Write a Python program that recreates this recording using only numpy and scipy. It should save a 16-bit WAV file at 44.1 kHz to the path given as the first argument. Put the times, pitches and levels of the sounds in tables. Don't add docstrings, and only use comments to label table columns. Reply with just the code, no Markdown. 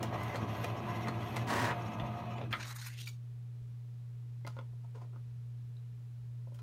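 import sys
import numpy as np
from scipy import signal
from scipy.fft import rfft, irfft
from scipy.io import wavfile

SR = 44100
rng = np.random.default_rng(int(sys.argv[2]) if len(sys.argv) > 2 else 0)


def output_pcm(signal):
    pcm = np.clip(np.atleast_2d(signal).T, -1, 1) * 32767
    wavfile.write(sys.argv[1], SR, np.round(pcm).astype(np.int16))


N = 291942
T = np.arange(N) / SR

# frequency in Hz, relative level in dB.
AIR_SPECTRUM = [(100, -46), (170, 2.5), (284, -4.5), (312, -6), (378, -15), (416, -3.5), (553, -17),
                (596, -11), (631, -16), (3300, -23), (3920, -23.5), (4830, -26), (12700, -32.5),
                (16000, -34)]
RUMBLE_SPECTRUM = [(20, -37), (40, -27), (62, 4.5), (90, 2.5), (170, 2), (230, -25)]
BEND_SPECTRUM = [(150, -8), (300, 1), (450, 10), (530, 2), (620, 6), (780, -1), (950, 4), (1200, -4.5),
                 (1450, -7.5), (1860, -12.5), (2500, -13.5), (3300, -19), (4000, -23), (5500, -22.5),
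                 (9000, -33), (16000, -45)]
BUCKLE_SPECTRUM = [(150, -16), (250, 5), (332, 0), (400, 5), (490, 1), (592, 12), (760, -12.5), (925, 4.5),
                   (1200, -4), (1450, -5.5), (1860, -12), (2100, -8.5), (2400, -12.5), (3080, -11.5),
                   (5500, -22.5), (9000, -32.5), (16000, -42)]
TICK_SPECTRUM = [(1000, -23), (3300, -11), (3900, 5), (4500, -14), (9000, -25)]
KNOCK_SPECTRUM = [(200, -6), (560, 10.5), (900, -4), (1500, -9.5), (3400, -8), (4000, -21), (5400, -30.5),
                  (8000, -40)]
SNAP_SPECTRUM = [(240, -40), (400, -36), (600, -22), (900, -6), (1300, -0.5), (1960, -4), (2550, -6.5),
                 (2930, -9), (3420, -10.5), (5030, -26), (5520, -31), (8760, -44), (14800, -41),
                 (16000, -41)]
SLIDE_SPECTRUM = [(410, -30), (700, -15), (1150, -7), (2600, 1), (3400, 3.5), (3950, 6.5), (4600, 3.5),
                  (5700, 3), (6920, 4.5), (7590, -5.5), (8530, 1), (10500, -5.5), (15000, -5), (16000, -31)]
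SWISH_SPECTRUM = [(4700, -17), (5500, 4.5), (5950, -5), (6550, 1), (7200, -12), (8200, -20)]
GEAR_SPECTRUM = [(220, -31), (380, -25), (407, -9.5), (447, -5), (576, -3.5), (662, 0.5), (710, 2.5),
                 (815, -5), (974, -4.5), (1280, -5), (1420, -24.5), (1590, -21), (2400, -14.5), (3120, -66),
                 (5280, -120)]
CHATTER_SPECTRUM = [(880, -21.5), (1500, 0.5), (2100, -3), (2250, -12.5), (2610, 1), (2740, -2.5),
                    (3000, -3), (4120, -9), (4830, -20.5), (5380, -17), (6630, -19.5), (7610, -26),
                    (10200, -24.5), (12500, -20), (16000, -33)]
CLACK_SPECTRUM = [(200, -8.5), (620, 2.5), (950, -1.5), (1300, -3), (1700, -0.5), (2050, 2.5), (2250, -4),
                  (2480, -3.5), (3000, -6), (3800, -8.5), (4400, -11), (4900, -10), (6500, -10.5),
                  (10000, -17.5), (16000, -21)]
BELT_SPECTRUM = [(140, -46), (230, -5), (485, -10), (511, -20), (569, -6), (902, -7.5), (969, -4.5),
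                 (1380, -12), (1900, -8), (2270, -16.5), (2440, -17), (4790, -24), (6140, -25.5),
                 (14600, -38.5), (16000, -34)]
RAIL_SPECTRUM = [(3000, 0), (9000, -18), (10500, -16), (11500, -2), (12200, -9), (12900, -3), (13400, -12),
                 (13900, -13), (16000, -13)]

# start in seconds, level in dB, rise and decay in seconds, tilt in dB per octave,
# then, where present, ring frequency in Hz and ring gain in dB.
DESK_BUMPS = [(1.996, -37, 0.0036, 0.022, 1), (3.59, -56, 0.015, 0.04, -22),
              (5.35, -55, 0.0098, 0.045, 0.5)]
SOFT_BENDS = [(4.481, -64.5, 0.0072, 0.06, 4, 3000, 0), (4.729, -66, 0.0034, 0.0091, -4, 850, 9),
              (4.834, -64, 0.013, 0.0082, 4.5, 780, 11), (4.94, -54.5, 0.017, 0.03, 1.5, 920, -8),
              (5.008, -52, 0.012, 0.018, 1, 770, 4), (5.122, -61, 0.019, 0.017, -3.5, 1300, 5),
              (6.54, -65.5, 0.0064, 0.024, 9, 2510, 3), (6.591, -60, 0.0043, 0.01, 4.5, 4120, 9)]
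CRISP_BUCKLES = [(4.449, -40.5, 0.00051, 0.0047, -1.5, 2070, 12),
                 (4.4666, -46.5, 0.00063, 0.0019, 6, 3060, 9), (4.472, -38, 0.00054, 0.0026, -3.5, 2200, 2),
                 (4.475, -43, 0.00073, 0.0022, 6, 1110, -9), (4.479, -42, 0.0004, 0.003, -5, 593, -3),
                 (4.565, -51.5, 0.0026, 0.018, -1, 1440, 3), (4.586, -44, 0.0035, 0.0046, -0.5, 3370, 0),
                 (4.609, -52, 0.0025, 0.005, -1, 1030, -1), (5.16, -52, 0.001, 0.0057, -4, 1240, 6),
                 (6.472, -53.5, 0.00077, 0.0053, -3, 610, 14), (6.520, -55, 0.0011, 0.0037, -4.5, 580, 4),
                 (6.589, -53, 0.00096, 0.0028, 6, 1380, 21)]
CORNER_TICKS = [(5.767, -62, 0.00088, 0.0032, -1)]
ROLLER_KNOCKS = [(1.997, -32.5, 0.00186, 0.0037, -0.5), (2.379, -42.5, 0.0033, 0.0049, 1.5),
                 (2.413, -39.5, 0.0007, 0.0097, 1), (2.436, -50, 0.0017, 0.008, 3)]
EDGE_SNAPS = [(2.527, -26.5, 0.0011, 0.0028, 4, 3050, 5), (2.534, -28, 0.00087, 0.0049, -4.5, 1960, 6),
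              (2.543, -42, 0.001, 0.0087, -5, 1300, 13), (2.707, -65, 0.0012, 0.0062, -1, 2070, -1),
              (2.862, -48, 0.005, 0.0062, 6, 1850, -2), (2.986, -48, 0.00088, 0.0083, 11, 2760, 27),
              (3.071, -43, 0.0016, 0.005, 1.5, 2340, 10), (3.076, -41, 0.0016, 0.0023, 14, 4500, 25)]
CARRIAGE_CLACKS = [(0.0275, -32.5, 0.0024, 0.0081, 0.5, 665, 13), (0.232, -52, 0.0014, 0.005, 7, 9200, 5),
                   (0.344, -36, 0.003, 0.0061, -4.5, 1910, 2), (0.355, -38.5, 0.003, 0.015, -3, 4300, 10),
                   (0.638, -44, 0.00093, 0.004, -1, 8500, 9), (0.642, -32, 0.0016, 0.0039, -1, 2500, 15),
                   (1.071, -36, 0.002, 0.0074, -5, 2340, 0), (1.082, -35, 0.0018, 0.0065, -3, 4240, 9),
                   (1.361, -43.5, 0.00065, 0.0067, 0, 8440, 5),
                   (1.365, -33.5, 0.0019, 0.0058, -1.5, 2070, 0),
                   (1.708, -38, 0.0021, 0.012, -6.5, 1440, 6)]

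# start and length in seconds, level in dB, tilt in dB per octave.
TUGS = [(2.588, 0.075, -50.5, -7), (2.647, 0.09, -53.5, 0), (2.744, 0.041, -51.5, 4),
        (2.774, 0.12, -55.5, -1), (2.854, 0.036, -46, 7), (2.875, 0.081, -66.5, 2), (2.966, 0.085, -55, -1),
        (3.055, 0.049, -50.5, -1)]
# time in seconds, frequency in Hz.
GAP_PITCH = [(2.51, 1760), (2.57, 1350), (2.65, 1320), (2.72, 1620), (2.79, 1420), (2.89, 1780),
             (2.97, 2600), (3.03, 3440)]
# offset above the lowest in Hz, width in Hz, relative level in dB.
GAP_MODES = [(0, 1740, 16), (2300, 510, -2)]
# mode frequency in Hz, width in Hz, relative level in dB.
CASE_MODES = [(81.6, 23, -6), (109.5, 14, 2), (116.4, 16.2, 4.5), (158.3, 4.7, -13), (179, 30, -20),
              (213.6, 24.7, -2), (252, 22, -9.5), (322.6, 108, -2.5)]
# time in seconds, relative level in dB.
FEED_LOAD = [(0, 1), (1.4, 0.5), (1.9, 0), (2.43, -2), (2.48, -6.5), (2.6, -6.5), (2.7, -15.5), (2.8, -34)]
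# start and length in seconds, extra rattle and extra case shake in dB.
JERKS = [(0, 0.065, 3, 3), (0.118, 0.059, 6.5, 0), (0.398, 0.071, 2, 6), (1.993, 0.092, 2.5, -0.5),
         (2.39, 0.22, -3, 8.5)]
# start and length in seconds, swish level in dB.
PUSHES = [(0.382, 0.081, -67), (0.758, 0.053, -64), (1.17, 0.032, -71), (1.8, 0.045, -68),
          (1.845, 0.055, -67), (1.908, 0.06, -66.5), (2.05, 0.055, -71), (2.14, 0.092, -71),
          (2.282, 0.08, -69)]
# start and length in seconds, first and last pitch in Hz, level in dB.
SQUEALS = [(2.248, 0.2, 2870, 3030, -64.5), (2.3, 0.094, 2370, 2430, -62), (2.353, 0.052, 7060, 7040, -75)]
# frequency in Hz, relative levels in dB while printing and while ejecting.
MESH_TONES = [(174, -54, -52), (218.4, -56.5, -50.5), (352.4, -60, -61.5), (413.6, -60, -83),
              (566, -69, -58.5), (590, -59.5, -64), (708, -57.5, -49), (763, -60, -66), (888, -63.5, -58),
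              (949, -71, -57), (1008, -60, -57.5), (1114, -62.5, -61), (1217, -74, -63), (1240, -78, -59.5),
              (1299, -70, -64), (1652, -70, -74), (2115, -72, -69), (2526, -72, -66), (2870, -82, -73),
              (3440, -78, -76)]
# frequency and width in Hz, relative printing and ejecting levels in dB.
FEED_WHINES = [(2567, 90, -66, -62.5), (3087, 80, -68, -71), (3480, 37, -74, -72), (4020, 23, -84, -73),
               (12080, 90, -97, -87), (12450, 120, -90, -91)]
# frequency in Hz, relative level in dB.
HOME_TONES = [(479, -33), (959, -7.5), (1049, -19), (1120, -16), (1244, -21), (1498, -34), (1879, -19),
              (2392, -22.5)]
# end of run-up and length in seconds, direction (+1 out, -1 back), then levels
# in dB of whine, overtone, run-up growl, braking growl, rail hiss and rail whistle.
PASSES = [(0.16, 0.182, 1, -39, -50, -42, -41, -68, -86), (0.508, 0.19, -1, -46, -58, -57, -61, -67, -69.5),
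          (0.876, 0.193, 1, -39.5, -51.5, -52, -42, -69, -85),
          (1.225, 0.19, -1, -48, -64, -61, -50, -68, -69.5)]

RUN_UP_S, RUN_DOWN_S = 0.042, 0.038
HOME_S, HOME_LENGTH_S = 1.462, 0.283
EJECT_S = 1.57


def amp(db):
    return 10 ** (np.asarray(db) / 20)


def unit(x):
    return x / np.sqrt(np.mean(x ** 2) + 1e-20)


def curve(rows):
    return np.interp(T, *np.transpose(rows))


def gate(start_s, length_s, rise_s, fall_s):
    return np.clip(np.minimum((T - start_s) / rise_s, (start_s + length_s - T) / fall_s), 0, 1)


def arch(start_s, length_s):
    return np.sin(np.pi * np.clip((T - start_s) / length_s, 0, 1))


def drift(rate_hz):
    hz = np.fft.rfftfreq(N, 1 / SR)
    return unit(irfft(rfft(rng.standard_normal(N)) / (1 + (hz / rate_hz) ** 4), N))


def grains(per_s, spread_db, count=N):
    size = amp(spread_db * np.minimum(rng.exponential(1, count), 4))
    return unit(size * rng.choice([-1, 1], count) * (rng.random(count) < per_s / SR))


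def tone(hz, waver, flutter_db=2):
    turns = np.cumsum(hz * (1 + waver * drift(26.4))) / SR + rng.random()
    return unit(np.sin(2 * np.pi * turns) * amp(flutter_db * drift(19)))


def resonate(x, hz, width_hz):
    carrier = np.exp(2j * np.pi * np.cumsum(hz * np.ones(N)) / SR)
    pole = np.exp(-np.pi * width_hz / SR)
    return unit((carrier * signal.lfilter([1], np.poly([pole, pole]), x / carrier)).real)


def rasp(hz, noise_share, width_hz):
    smear = resonate(rng.standard_normal(N), hz, width_hz)
    return np.sqrt(1 - noise_share) * tone(hz, waver=.007) + np.sqrt(noise_share) * smear


def colour(x, spectrum, tilt_db_per_oct=0, ring_hz=0, ring_db=-99):
    size, ring_width_hz = 4096, 140
    hz = np.fft.rfftfreq(size, 1 / SR)
    octave = np.log2(hz / 1000 + .01)
    point_hz, point_db = np.transpose(spectrum)
    point_oct = np.log2(point_hz / 1000)
    outside_oct = np.maximum(point_oct[0] - octave, 0) + np.maximum(octave - point_oct[-1], 0)
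    db = np.interp(octave, point_oct, point_db) + tilt_db_per_oct * octave - 24 * outside_oct
    ring = abs(1 + amp(ring_db) / (1 + 2j * (hz - ring_hz) / ring_width_hz))
    cepstrum = irfft(np.log(amp(np.maximum(db, -90)) * ring))
    taps = irfft(np.exp(rfft(2 * cepstrum[:size // 2], size)))
    return signal.oaconvolve(x, taps / np.linalg.norm(taps))[:len(x)]


def patchy(x, depth_db, width_hz, length_s):
    size, hop = 512, 128
    bands = signal.stft(x, nperseg=size, noverlap=size - hop)[2]
    across = np.fft.fftfreq(len(bands), SR / size)[:, None]
    along = np.fft.rfftfreq(bands.shape[1], hop / SR)
    smooth = np.exp(-(2 * across * width_hz) ** 2 - (2 * along * length_s) ** 2)
    field = unit(np.fft.irfft2(np.fft.rfft2(rng.standard_normal(bands.shape)) * smooth, bands.shape))
    return signal.istft(bands * unit(amp(depth_db * field)), nperseg=size, noverlap=size - hop)[1][:N]


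def blows(rows, spectrum, per_s, spread_db, crack_share=0):
    out, t = np.zeros(N + SR), np.arange(SR // 4) / SR
    for start_s, db, rise_s, decay_s, *timbre in rows:
        shape = np.minimum(t / rise_s, 1) * np.exp(-np.maximum(t - rise_s, 0) / decay_s)
        burst = unit(shape * grains(per_s, spread_db, len(t)))
        crack = unit(signal.unit_impulse(len(t), np.argmax(shape)))
        force = np.sqrt(1 - crack_share) * burst + np.sqrt(crack_share) * crack
        gain = amp(db) * np.sqrt(np.mean(shape ** 2))
        out[round(start_s * SR):][:len(t)] += gain * unit(colour(force, spectrum, *timbre))
    return out[:N]


def scatter(x, wet_db, t60_s):
    t = np.arange(SR // 3) / SR
    taps = grains(per_s=2500, spread_db=1, count=len(t)) * amp(-60 * t / t60_s) * (t > .002)
    taps = colour(taps, [(250, 3.0), (5000, 0.5), (16000, -2.0)])
    return x + amp(wet_db) * signal.oaconvolve(x, taps / np.linalg.norm(taps))[:N]


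def background():
    hum_hz = 119.95
    hum_db = np.interp(T, [3.2, 4.2], [-45.5, -44]) + 0.66 * drift(2.2)
    hum = amp(hum_db) * unit(np.sin(2 * np.pi * (hum_hz * T + rng.random())))
    air = amp(-68) * unit(colour(rng.standard_normal(N), AIR_SPECTRUM))
    swell = amp(2.5 * drift(5))
    rumble = amp(-66.5) * unit(colour(rng.standard_normal(N), RUMBLE_SPECTRUM) * swell)
    return hum + air + rumble


def desk_bumps():
    return blows(DESK_BUMPS, RUMBLE_SPECTRUM, per_s=4000, spread_db=1)


def paper_flex():
    bends = blows(SOFT_BENDS, BEND_SPECTRUM, per_s=3000, spread_db=1)
    buckles = blows(CRISP_BUCKLES, BUCKLE_SPECTRUM, per_s=6000, spread_db=0, crack_share=.35)
    ticks = blows(CORNER_TICKS, TICK_SPECTRUM, per_s=4000, spread_db=2, crack_share=.3)
    return bends + buckles + ticks


def paper_release():
    knocks = blows(ROLLER_KNOCKS, KNOCK_SPECTRUM, per_s=5500, spread_db=-1, crack_share=.16)
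    return knocks + blows(EDGE_SNAPS, SNAP_SPECTRUM, per_s=12000, spread_db=.5)


def paper_slide():
    pull_s, rise_s, fall_s, gap_fade_db_per_s = 2.505, 0.0045, 0.029, 18.5
    fibres = grains(per_s=7000, spread_db=2.5) * amp(1.6 * drift(70))
    friction = amp(-67.5) * gate(pull_s, 0.675, rise_s, 0.043)
    scrape = friction * unit(colour(fibres, SLIDE_SPECTRUM))
    for start_s, length_s, db, tilt_db_per_oct in TUGS:
        tug = amp(db) * gate(start_s, length_s, 0.024, fall_s)
        scrape += tug * unit(colour(fibres, SLIDE_SPECTRUM, tilt_db_per_oct))
        friction += tug
    gap_hz = curve(GAP_PITCH)
    gap = sum(amp(db) * resonate(fibres, gap_hz + offset_hz, width_hz)
              for offset_hz, width_hz, db in GAP_MODES)
    gap = unit(colour(gap, [(600, -12.0), (1000, -5.5), (16000, 1.5)]))
    gap *= amp(-47 - gap_fade_db_per_s * (T - pull_s)) * (friction / friction.max()) ** 0.24
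    gap *= gate(pull_s, 0.565, rise_s, fall_s)
    return patchy(scrape + gap, depth_db=2.5, width_hz=220, length_s=.016)


def roller_squeals():
    out = np.zeros(N)
    for start_s, length_s, from_hz, to_hz, db in SQUEALS:
        hz = np.interp(T, [start_s, start_s + length_s], [from_hz, to_hz])
        out += amp(db) * arch(start_s, length_s) * tone(hz, waver=.003)
    return out


def case_shake():
    boom = 0
    for hz, width_hz, db in CASE_MODES:
        pole = np.exp((2j * np.pi * hz - np.pi * width_hz) / SR)
        ring = signal.lfilter([1], np.poly([pole, pole]), rng.standard_normal(N + SR))[SR:]
        boom += amp(db) * unit(ring.real / np.sqrt(abs(ring)))
    boom = signal.sosfilt(signal.butter(4, 70, "high", fs=SR, output="sos"), boom)
    jerks_db = sum(db * arch(start_s, length_s) for start_s, length_s, _, db in JERKS)
    home_db = 3.5 * arch(HOME_S, HOME_LENGTH_S)
    ease_db = 5 * np.maximum(T - EJECT_S, 0)
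    return unit(boom) * amp(-41.5 + curve(FEED_LOAD) + jerks_db + home_db - ease_db)


def pass_gate(start_s, length_s):
    return gate(start_s - RUN_UP_S, RUN_UP_S + length_s + RUN_DOWN_S, RUN_UP_S, RUN_DOWN_S)


def feed_drive():
    shaft_hz, roller_hz, stop_s, stop_length_s, sag_per_s = 59.2, 15, 2.385, 0.13, 0.017
    ejected_s = np.maximum(T - EJECT_S, 0)
    ejecting = np.minimum(ejected_s / 0.026, 1)
    moving = sum(pass_gate(start_s, length_s) for start_s, length_s, *_ in PASSES)
    push_db = sum(arch(start_s, length_s) for start_s, length_s, _ in PUSHES)
    jerks_db = sum(db * arch(start_s, length_s) for start_s, length_s, db, _ in JERKS)
    throb_db = 3.5 * tone(roller_hz, waver=.13, flutter_db=3.5)

    teeth = unit(grains(per_s=7000, spread_db=2) * (1 + .16 * tone(shaft_hz, waver=.01)))
    rattle = amp(-48 - 2 * ejected_s + push_db + jerks_db) * unit(colour(teeth, GEAR_SPECTRUM))
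    ringing = patchy(scatter(teeth, wet_db=0, t60_s=.08), depth_db=1.6, width_hz=120, length_s=.03)
    chatter_db = -57 + 3.5 * (moving + ejecting) - 8.5 * ejected_s + push_db + 0.3 * throb_db
    chatter = amp(chatter_db) * unit(colour(ringing, CHATTER_SPECTRUM))

    speed = np.clip(1 - (T - stop_s) / stop_length_s, .3, 1) * (1 + .0012 * drift(12))
    mesh = sum(amp(db + (eject_db - db) * ejecting) * tone(hz * speed, waver=.0008, flutter_db=2.6)
               for hz, db, eject_db in MESH_TONES)
    slips = grains(per_s=1200, spread_db=2.5)
    sag = 1 - sag_per_s * ejecting * (T - 2.05)
    whines = sum(amp(db + (eject_db - db) * ejecting) * resonate(slips, hz * sag, width_hz)
                 for hz, width_hz, db, eject_db in FEED_WHINES)

    rubbing = sum(amp(db) * arch(start_s, length_s) for start_s, length_s, db in PUSHES)
    rubbing += amp(-70.5 + throb_db) * moving
    friction = patchy(rng.standard_normal(N), depth_db=3, width_hz=200, length_s=.02)
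    swish = rubbing * unit(colour(friction, SWISH_SPECTRUM))
    load = amp(curve(FEED_LOAD))
    return swish + load * (rattle + chatter + load * mesh + whines * amp(throb_db - 5))


def carriage_clacks():
    return blows(CARRIAGE_CLACKS, CLACK_SPECTRUM, per_s=9000, spread_db=0, crack_share=.19)


def carriage_return():
    brake_s, brake_length_s = 1.657, 0.072
    motor, pulley = tone(hz=160, waver=.01), tone(hz=34, waver=.02)
    teeth = grains(per_s=6000, spread_db=2.5) * (1 + .08 * motor + .12 * pulley)
    bright = unit(colour(scatter(teeth, wet_db=-10, t60_s=.1), BELT_SPECTRUM))
    dull = unit(colour(bright, [(100, -3), (2000, 7.0), (3500, 0.0), (16000, -18)]))
    braking = np.clip((T - brake_s) / brake_length_s, 0, 1)
    clatter = (1 - braking) * bright + braking * amp(-0.5) * dull
    tones = sum(amp(db) * tone(hz, waver=.002, flutter_db=2.5) for hz, db in HOME_TONES)
    return (clatter + tones) * amp(-35) * gate(HOME_S, HOME_LENGTH_S, rise_s=.04, fall_s=.029)


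def carriage_passes():
    cruise_hz, lag_hz, catch_up_s = 1020, 55.15, 0.018
    far_loss_db, near_loss_db, rail_lead_s = 13.5, 2.5, 0.011
    friction = patchy(rng.standard_normal(N), depth_db=2, width_hz=200, length_s=.02)
    hiss = unit(colour(friction, RAIL_SPECTRUM))
    whistle = resonate(rng.standard_normal(N), hz=12880, width_hz=140)
    hz, whine, overtone, run_up, run_down, rail = np.zeros((6, N))
    for start_s, length_s, direction, whine_db, overtone_db, up_db, down_db, hiss_db, whistle_db in PASSES:
        travelled = np.clip((T - start_s) / length_s, 0, 1)
        distance = travelled if direction > 0 else 1 - travelled
        running = pass_gate(start_s, length_s)
        hz += running * (cruise_hz - lag_hz * np.exp(-np.maximum(T - start_s, 0) / catch_up_s))
        cruising = running ** 4
        whine += amp(whine_db - far_loss_db * distance) * cruising
        overtone += amp(overtone_db - near_loss_db * (1 - distance)) * cruising
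        run_up += amp(up_db) * arch(start_s - RUN_UP_S, RUN_UP_S)
        run_down += amp(down_db) * arch(start_s + length_s, RUN_DOWN_S)
        sliding = arch(start_s - rail_lead_s, length_s + RUN_DOWN_S)
        rail += (amp(hiss_db) * hiss + amp(whistle_db) * whistle) * sliding
    singing = whine * rasp(hz, 0.42, width_hz=240) + overtone * rasp(2 * hz, 0.7, width_hz=240)
    low, high = (rasp(k * hz, 0.93, width_hz=620) for k in (1, 2))
    growl = run_up * (low + amp(-9) * high) + run_down * (high + amp(-3.5) * low)
    return singing + growl + rail


def scene():
    hits = carriage_clacks() + paper_release() + paper_flex()
    hits = patchy(hits, depth_db=2.2, width_hz=150, length_s=.04)
    hits = scatter(hits, wet_db=-8, t60_s=.15)
    printer = roller_squeals() + case_shake() + feed_drive() + carriage_return() + carriage_passes()
    return (background() + desk_bumps() + paper_slide() + hits + printer)[None]


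def record(dry):
    taps = signal.firwin(511, 15850, window=("kaiser", 9), fs=SR)
    return signal.oaconvolve(dry, taps[None], "same")


dry = scene()
out = record(dry)
output_pcm(out)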